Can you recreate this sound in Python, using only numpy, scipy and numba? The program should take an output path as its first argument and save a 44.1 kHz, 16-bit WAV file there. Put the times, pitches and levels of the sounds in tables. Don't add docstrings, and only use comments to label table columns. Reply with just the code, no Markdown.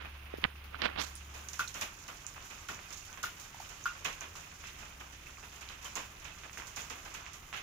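import sys
import numpy as np
from scipy import signal
from scipy.fft import rfft, irfft
from scipy.io import wavfile
from numba import njit

SR = 44100
rng = np.random.default_rng(int(sys.argv[2]) if len(sys.argv) > 2 else 0)


def bounce(signal):
    frames = np.transpose(np.atleast_2d(signal))
    limited = np.clip(frames, -1, 1)
    pcm = np.round(limited * 32767).astype(np.int16)
    wavfile.write(sys.argv[1], SR, pcm)


N = 336042
TIME = np.arange(N) / SR

# start_s, level_db, t60_s, heft_db, bright_db, pan_db (left minus right)
SCUFFLES = [(.048, -39.5, 0.16, 3, -6, 5), (.372, -53, .22, 3, 10.5, 9), (.414, -53, 0.19, -1, 7, 7),
            (.639, -50.5, 0.17, -2, 3, 19), (.783, -47.5, .21, 9.5, 3, 6), (1.152, -57, 0.21, -10, 17, 2),
            (1.339, -43, 0.69, 1.5, 0.5, 0.5), (1.485, -48, 0.14, -14, 8, 3),
            (1.531, -39.5, 0.22, -12, 2, -2), (1.591, -27, .21, -5.5, -1.5, 4),
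            (1.675, -48, .22, -12, 8, -8), (1.741, -36, 0.53, -1, -3, -.5),
            (1.81, -25.5, 0.19, -4.5, -3, 3), (2.079, -43.5, 0.27, 6.5, 4, -1),
            (2.358, -48.5, 0.15, 10, -9, 0), (2.5, -38.5, 0.32, -4, -8, -1.5),
            (2.685, -36, 0.38, 2, 0, 1.5), (2.904, -44.5, 0.19, 2, 1, -4), (2.925, -44.5, 0.19, -17, 6, -9),
            (2.972, -48.5, 0.18, -10, 6, -2), (3.172, -42, .15, 2, -6, -2),
            (3.229, -29.5, 0.31, -7.5, -0.5, 5), (3.396, -54.5, 0.51, -12, 15.5, 0),
            (3.599, -47.5, .4, -6, 5.5, 3), (3.689, -49, 0.64, -5, 2.5, -7),
            (3.855, -28.5, 0.16, -19, -7.5, 5), (4.045, -23.5, 0.28, -3.5, -8.5, -1),
            (4.206, -38, 0.31, 2, -7, -1.5), (4.353, -42.5, .46, -0.5, 2, 0),
            (4.64, -39.5, 0.33, -16, -15, 1), (4.67, -41, .24, -22, -4.5, -4),
            (4.785, -44, 0.55, -1, -2, -3), (5, -39.5, .11, 5.5, -4, 0.5), (5.123, -46.5, .15, 1, 1.5, -4),
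            (5.427, -48.5, 0.36, 3.5, -1, -5), (5.522, -45.5, .12, 4, -11, -1),
            (5.609, -38, .2, -3.5, -4.5, -3.5), (5.689, -35.5, 0.26, -8, -15, -2.5),
            (5.716, -46, 0.17, 0, -8, -2), (5.824, -49, 0.29, 4, 6.5, -3), (5.844, -37, .31, -3, -2.5, 2.5),
            (5.954, -31.5, 0.33, 1, -1, -1.5), (6.242, -37.5, 0.41, -7, -8.5, -5),
            (6.435, -44.5, .28, 3, -12, 0), (6.382, -53, 0.43, -8, 4, -3), (6.529, -47, 0.23, -4, 1.5, -8),
            (6.572, -46, 0.71, 5, 1, -2), (6.669, -51.5, 0.13, -14, 10, -9),
            (6.761, -36, 0.52, -0.5, 2, -1), (6.898, -38.5, 0.27, 2.5, -2, -2),
            (7.048, -41.5, 0.31, 2, -2, -1.5), (6.986, -50, 0.14, -1, -6, -9), (7.14, -35, 0.3, -5, -5, -1),
            (7.331, -45.5, .18, -7, 4.5, -9), (7.53, -30.5, .29, -4.5, -19, -3),
            (7.563, -33, 0.23, -20, -12, 0)]
# pitch_hz, width_hz, gain_db
WIRE_MODES = [(1160, 340, -18.5), (1533, 52, -8.5), (2030, 65, -12), (2520, 130, -10.5), (2790, 690, -14),
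              (3635, 25, -3)]


def mesh_rustle():
    # time_s, patter_db, sizzle_db
    herd = [(0.0, -49.5, 2.5), (0.74, -53, 4.5), (0.89, -48.5, 0), (1.31, -49.5, 2), (1.7, -49.5, 8.5),
            (1.89, -49.5, 3), (4.11, -48, 2), (5.14, -50, 1.5), (6.35, -49.5, 0.5), (6.66, -49.5, 3.5),
            (7.62, -48.5, 1.5)]
    herd_s, patter_db, sizzle_db = np.transpose(herd)
    # lo_hz, hi_hz, rise_factor, gain_db, heft_share, bright_share
    bands = [(57.5, 664, 2.3, 2.6, 1.14, 0),
             (620, 2950, 1.2, .21, 1.03, 0),
             (1710, 4030, 1.63, -.22, 0, 0),
             (4160, 8560, .2, 1.14, 0, .9),
             (8340, 13800, .25, .44, 0, .88)]
    base_rise_s, snap_s = .0042, .0027
    out, t = np.zeros((2, N)), TIME[:SR // 4]
    paws = SCUFFLES + faint_scuffles()
    for lo_hz, hi_hz, rise_factor, gain_db, heft_share, bright_share in bands:
        treble = lo_hz > 4000
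        far = undb(np.interp(TIME, herd_s, patter_db + treble * sizzle_db))
        far *= grit(per_s=650, spread_db=3, smear_s=.01)
        far *= grit(per_s=30, spread_db=1.5, smear_s=.056) ** .44
        attack = 1 - np.exp(-(t / (rise_factor * base_rise_s)) ** 2)
        snap = 1 + treble * .69 * np.exp(-t / snap_s)
        near = np.zeros((2, N))
        for start_s, level_db, t60_s, heft_db, bright_db, pan_db in paws:
            band_db = level_db + gain_db + heft_share * heft_db + bright_share * bright_db
            add(near, start_s, attack * snap * pan(pan_db) * undb(band_db - 60 * t / t60_s))
        near *= grit(per_s=2400, spread_db=2, smear_s=.0034)
        out += band(port_noise(N), lo_hz, hi_hz) * np.hypot(far, near)
    return out + sum(undb(gain_db) * signal.lfilter(*signal.iirpeak(hz, hz / width_hz, SR), out)
                     for hz, width_hz, gain_db in WIRE_MODES)


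def faint_scuffles(per_s=2.8, level_db=-59, t60_s=.1, spread_db=6):
    count = int(per_s * N / SR)
    starts_s = rng.random(count) * N / SR
    offsets_db = rng.standard_normal((count, 4)) * spread_db
    return [(start_s, level_db + size_db / 2, t60_s, heft_db, bright_db, pan_db)
            for start_s, (size_db, heft_db, bright_db, pan_db) in zip(starts_s, offsets_db)]


def claw_ticks(patter_per_s=160):
    # start_s, level_db, pitch_hz, cycles, pan_db
    ticks = [(1.0743, -33, 5710, 4, 8.5), (1.154, -17.5, 9560, 6.8, -10), (1.4862, -24.5, 6940, 1.9, -14),
             (1.4902, -27, 5770, 1.2, 0), (1.5322, -32, 5560, 5, -4), (1.6765, -29.5, 4100, 6.9, -8),
             (1.681, -27, 6700, 6.3, 0), (1.7423, -30.5, 6520, 3.4, -3), (1.8119, -30, 6500, 6, -3),
             (2.2656, -15.5, 8200, 2.9, -6), (2.3791, -35, 1390, 1.2, 0), (2.6876, -29, 2600, 1.7, -5),
             (2.745, -29.5, 6260, 4.2, 0), (2.7906, -34.5, 1940, 1.8, -4), (2.9749, -34, 6850, 7.5, -2),
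             (3.1278, -33.5, 6630, 5, -3), (3.1738, -35, 2030, 1.6, -3), (3.544, -43.5, 825, 4, -4),
             (3.599, -39.5, 810, 5.8, -4), (3.8399, -29.5, 6400, 10, 3), (4.0458, -28, 6160, 7.4, -3),
             (4.052, -27, 2350, 3.1, -3), (4.208, -26, 6540, 3.8, -5), (4.3534, -42.5, 1180, 2.7, -3),
             (4.6399, -32, 2040, 1.4, 0), (5.269, -43.5, 2370, 4.5, -10), (5.371, -44, 2230, 4.7, -9),
             (5.4284, -36, 1990, 1, 0), (5.6882, -30, 4200, 2.6, -10), (5.9539, -24, 7000, 4.6, -9),
             (6.4347, -33, 2220, 1, -6), (6.4955, -35, 1990, 1.4, -4), (6.5735, -29.5, 1920, 2, -1),
             (6.599, -33, 1750, 1.7, 0), (6.62, -36, 1850, 2, -7), (6.7602, -30, 6680, 5.2, -2),
             (6.8186, -27, 6900, 6.2, -1), (7.2638, -32.5, 2280, 2.8, -4), (7.5278, -26.5, 2260, 1.2, -3)]
    out = np.zeros((2, N))
    for start_s, level_db, pitch_hz, cycles, pan_db in ticks:
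        add(out, start_s, undb(level_db) * pan(pan_db) * click(pitch_hz, cycles))
    for when, thinness, length, size, place in rng.random((int(patter_per_s * N / SR), 5)):
        level_db = -58 + 9 * (size ** 3 + 1.4 * thinness)
        tick = click(pitch_hz=900 * 11 ** thinness, cycles=1.04 + 3 * length ** 2)
        add(out, when * N / SR, undb(level_db) * pan(16 * (place - .5)) * tick)
    return out


def bowl_knocks(spread_db=3, detune=.012):
    # start_s, level_db
    knocks = [(1.594, -19.5), (1.6051, -23), (2.688, -34.5), (3.23, -36), (3.2389, -25), (3.8563, -20.5),
              (3.8626, -19.5), (3.8656, -40), (3.9032, -40)]
    # pitch_hz, gain_db, t60_s
    modes = [(1216, -12.5, 0.036), (1250, -14.5, 0.04), (1404, -10.5, 0.039), (1422, -7.5, 0.043),
             (1478, -21, 0.12)]
    out = np.zeros(N)
    for start_s, level_db in knocks:
        for pitch_hz, gain_db, t60_s in modes:
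            size, offset = rng.standard_normal(2)
            tone = ring(pitch_hz * (1 + detune * offset), t60_s)
            add(out, start_s, undb(level_db + gain_db + spread_db * size) * tone)
    return out


def wire_rings(t60_s=.071, jangle_s=.07, detune=.117):
    # start_s, level_db, pitch_hz
    rings = [(1.622, -43, 2610), (1.638, -42, 2500), (2.721, -49, 2670), (2.86, -51, 2500),
             (3.02, -50, 2750), (3.245, -44, 2750), (3.09, -49, 1510), (3.886, -44, 2776),
             (4.06, -37, 2710), (4.216, -42, 2410), (5.267, -49, 2640), (5.855, -41.5, 3095),
             (5.97, -42, 1074), (6.317, -44, 2600), (6.781, -50, 2570), (6.915, -45, 2620),
             (7.06, -47, 842)]
    out = np.zeros((2, N))
    for start_s, level_db, pitch_hz in rings:
        add(out, start_s, undb(level_db) * ring(pitch_hz, t60_s))
    for start_s, scuffle_db, *_, pan_db in SCUFFLES:
        for pitch_hz, _, _ in WIRE_MODES:
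            late, offset, weakness = rng.random(3)
            level_db = scuffle_db - 18 - 12 * late - 14 * weakness
            tone = ring(pitch_hz * (1 + detune * (2 * offset - 1)), t60_s)
            add(out, min(start_s + jangle_s * late, TIME[-1]), undb(level_db) * pan(pan_db) * tone)
    return out


def finger(port_hz):
    # start_s, level_db, pitch_hz, cycles
    creaks = [(0.049, -24.5, 1490, 0.72), (0.339, -24.5, 480, 1.85), (0.384, -32, 403, 1.8),
              (.425, -34, 1500, 1.7), (0.436, -31, 300, 0.94), (0.441, -3.5, 2620, 1.54),
              (0.442, -12.5, 2000, 1.5), (0.448, -10.5, 1730, 1.34), (.4516, -31, 204, .9),
              (.452, -8, 1290, 0.55), (0.4546, -21, 1820, 1.8), (0.745, -25.5, 1390, 4.87),
              (.8185, -22, 1800, 3.4), (.8197, -12.5, 3650, 1.9), (.8203, -33, 8000, 0.83),
              (.891, -24, 1500, 2.1), (0.962, -19.5, 1190, 0.45)]
    slide = undb(stroke_level_db()) * grit(per_s=14000, spread_db=6, smear_s=.0025)
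    skin = unit_rms(band(rng.standard_normal(N), 290, 6000))
    rub = cavity(cavity(skin, port_hz, damping=.63), .94 * port_hz, damping=2.2)
    hiss = band(band(rng.standard_normal(N), 4900, 14000), 3000, 15000)
    whistle = cavity(hiss, port_hz, damping=.24)
    openness = (port_hz / port_hz.max()) ** 5
    right = slide * (rub + openness * (undb(-4.5) * hiss + undb(-10) * whistle))
    for start_s, level_db, pitch_hz, cycles in creaks:
        add(right, max(start_s - .001, 0), undb(level_db) * click(pitch_hz, cycles))
    left = signal.sosfilt(signal.butter(1, 330, fs=SR, output="sos"), np.roll(right, 24))
    return np.array([left, right])


def stroke_level_db(rest_db=-60, lift_s=1):
    # peak_s, level_db, rise_s, hold_s
    strokes = [(0., -32.5, .01, .001), (0.343, -39, .01, .001), (0.442, -31, .012, .001),
               (0.756, -37, 0.04, .002), (0.842, -22, .032, 0.017), (.96, -36, .01, .01),
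               (.984, -24.5, 0.015, .02)]
    rise_db, release_db_per_s = 15.5, 597
    drag_db, drag_db_per_s = -7.5, 200
    out = np.where(TIME < lift_s, rest_db, -150.)
    for peak_s, level_db, rise_s, hold_s in strokes:
        before_s = np.maximum(peak_s - TIME, 0)
        after_s = np.maximum(TIME - peak_s - hold_s, 0)
        fall_db = np.maximum(-release_db_per_s * after_s, drag_db - drag_db_per_s * after_s)
        out = np.maximum(out, level_db + fall_db - rise_db * before_s / rise_s)
    return out


def port_pitch_hz(covered_hz=3070, open_hz=7230, open_s=1, slide_s=.0182):
    shift_hz, shift_s, shift_width_s = 500, .85, .031
    shift = np.exp(-((TIME - shift_s) / shift_width_s) ** 2)
    opened = (1 + np.tanh((TIME - open_s) / slide_s)) / 2
    return covered_hz + shift_hz * shift + (open_hz - covered_hz) * opened


def shed_echo(x, t60_s=.16, level_db=-5.5, gap_s=.004):
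    t = TIME[:SR // 2]
    tail = port_noise(len(t)) * undb(-60 * t / t60_s) * (t > gap_s)
    tail *= undb(level_db) / np.sqrt(np.sum(tail ** 2) / 2)
    return signal.fftconvolve(x, tail, axes=1)[:, :N]


def motor_hum():
    # time_s, pitch_hz, rms_db
    drift = [(0.0, 70.3, -51), (1.31, 70.3, -51), (1.95, 77.2, -71), (4.54, 76.8, -64.5),
             (4.75, 62.85, -57.5), (7.62, 68.5, -64)]
    time_s, pitch_hz, rms_db = np.transpose(drift)
    phase = 2 * np.pi * np.cumsum(np.interp(TIME, time_s, pitch_hz)) / SR
    return np.sqrt(2) * undb(np.interp(TIME, time_s, rms_db)) * np.sin(phase)


def rumble(rms_db=-58.5):
    # freq_hz, relative_db
    spectrum = [(8.8, -41), (15, -1.5), (38, 5.5), (70, -1.5), (87, 3.5), (119, -2), (141, -2),
                (237, -10.5), (400, -11.5), (520, -42.5), (880, -120)]
    return undb(rms_db) * unit_rms(colour(rng.standard_normal(N), spectrum))


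def ring(pitch_hz, t60_s, attack_s=.00095):
    t = TIME[:SR // 4]
    return (1 - np.exp(-t / attack_s)) * undb(-60 * t / t60_s) * np.sin(2 * np.pi * pitch_hz * t)


def click(pitch_hz, cycles):
    width_s = cycles / pitch_hz / 4
    t = TIME[:int(.03 * SR)] - max(.001, 2.5 * width_s)
    return np.sin(2 * np.pi * pitch_hz * t + 2.33) * np.exp(-(t / width_s) ** 2 / 2)


def grit(per_s, spread_db, smear_s):
    slips = rng.random(N) < per_s / SR
    energy = undb(2 * spread_db * np.minimum(rng.exponential(size=N), 5.5))
    power = signal.lfilter([1], [1, -np.exp(-1 / (smear_s * SR))], slips * energy)
    return unit_rms(np.sqrt(power + 1e-12))


@njit
def cavity(x, pitch_hz, damping):
    y, band_state, low_state = np.empty(len(x)), 0., 0.
    for i in range(len(x)):
        g = np.tan(np.pi * pitch_hz[i] / SR)
        flow = (band_state + g * (x[i] - low_state)) / (1 + g * (g + damping))
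        y[i] = low_state + g * flow
        band_state, low_state = 2 * flow - band_state, 2 * y[i] - low_state
    return y


def port_noise(size, crossover_hz=450):
    noise = rng.standard_normal((3, size))
    low, high = [signal.butter(1, crossover_hz, kind, fs=SR, output="sos") for kind in ("low", "high")]
    return signal.sosfilt(low, noise[0]) + signal.sosfilt(high, noise[1:])


def colour(x, points):
    size = 2 ** 13
    freq_hz, gain_db = np.transpose(points)
    bins_hz = np.arange(size // 2 + 1) * SR / size
    curve_db = np.interp(np.log(bins_hz + 1), np.log(freq_hz), gain_db)
    cepstrum = irfft(curve_db * np.log(10) / 20)
    cepstrum[1:size // 2] *= 2
    cepstrum[size // 2 + 1:] = 0
    return signal.fftconvolve(x, irfft(np.exp(rfft(cepstrum))))[:N]


def band(x, lo_hz, hi_hz):
    return signal.sosfilt(signal.butter(2, [lo_hz, hi_hz], "band", fs=SR, output="sos"), x)


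def add(out, start_s, sound):
    i = int(start_s * SR)
    out[..., i:i + sound.shape[-1]] += sound[..., :N - i]


def pan(pan_db):
    return undb(np.array([[pan_db], [-pan_db]]) / 2)


def undb(db):
    return 10 ** (np.asarray(db) / 20)


def unit_rms(x):
    return x / np.sqrt(np.mean(x ** 2))


def scene():
    # freq_hz, gain_db
    left_response = [(100, 0), (350, -2), (700, 0.5), (1200, 5), (2500, -6), (3100, -4.5), (3800, -7),
                     (6000, -12.5), (7000, -14.5), (7600, -49), (9500, -13), (13500, -12.5), (14700, -1.5),
                     (15600, 0), (16100, -93)]
    # freq_hz, gain_db
    right_response = [(100, -4.5), (350, -4.5), (700, 0.5), (1300, 4.5), (1900, 1), (2550, 2.5),
                      (3200, -0.5), (4500, -8), (6300, -2), (7100, -2.5), (7700, -12.5), (9500, -13),
                      (13000, -1.5), (14700, 9), (15600, -9), (16100, -61)]
    port_hz = port_pitch_hz()
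    rustle = mesh_rustle()
    blows = bowl_knocks() + wire_rings() + claw_ticks()
    left, right = rustle + blows + shed_echo(blows)
    right = cavity(right, port_hz, damping=.62)
    cages = np.array([colour(left, left_response), colour(right, right_response)])
    hiss = undb(-70.5) * band(rng.standard_normal((2, N)), 3000, 16400)
    return cages + finger(port_hz) + motor_hum() + rumble() + hiss


def record(dry):
    cutoff_hz = 16350
    return signal.sosfilt(signal.ellip(10, .2, 80, cutoff_hz, fs=SR, output="sos"), dry)


dry = scene()
out = record(dry)
bounce(out)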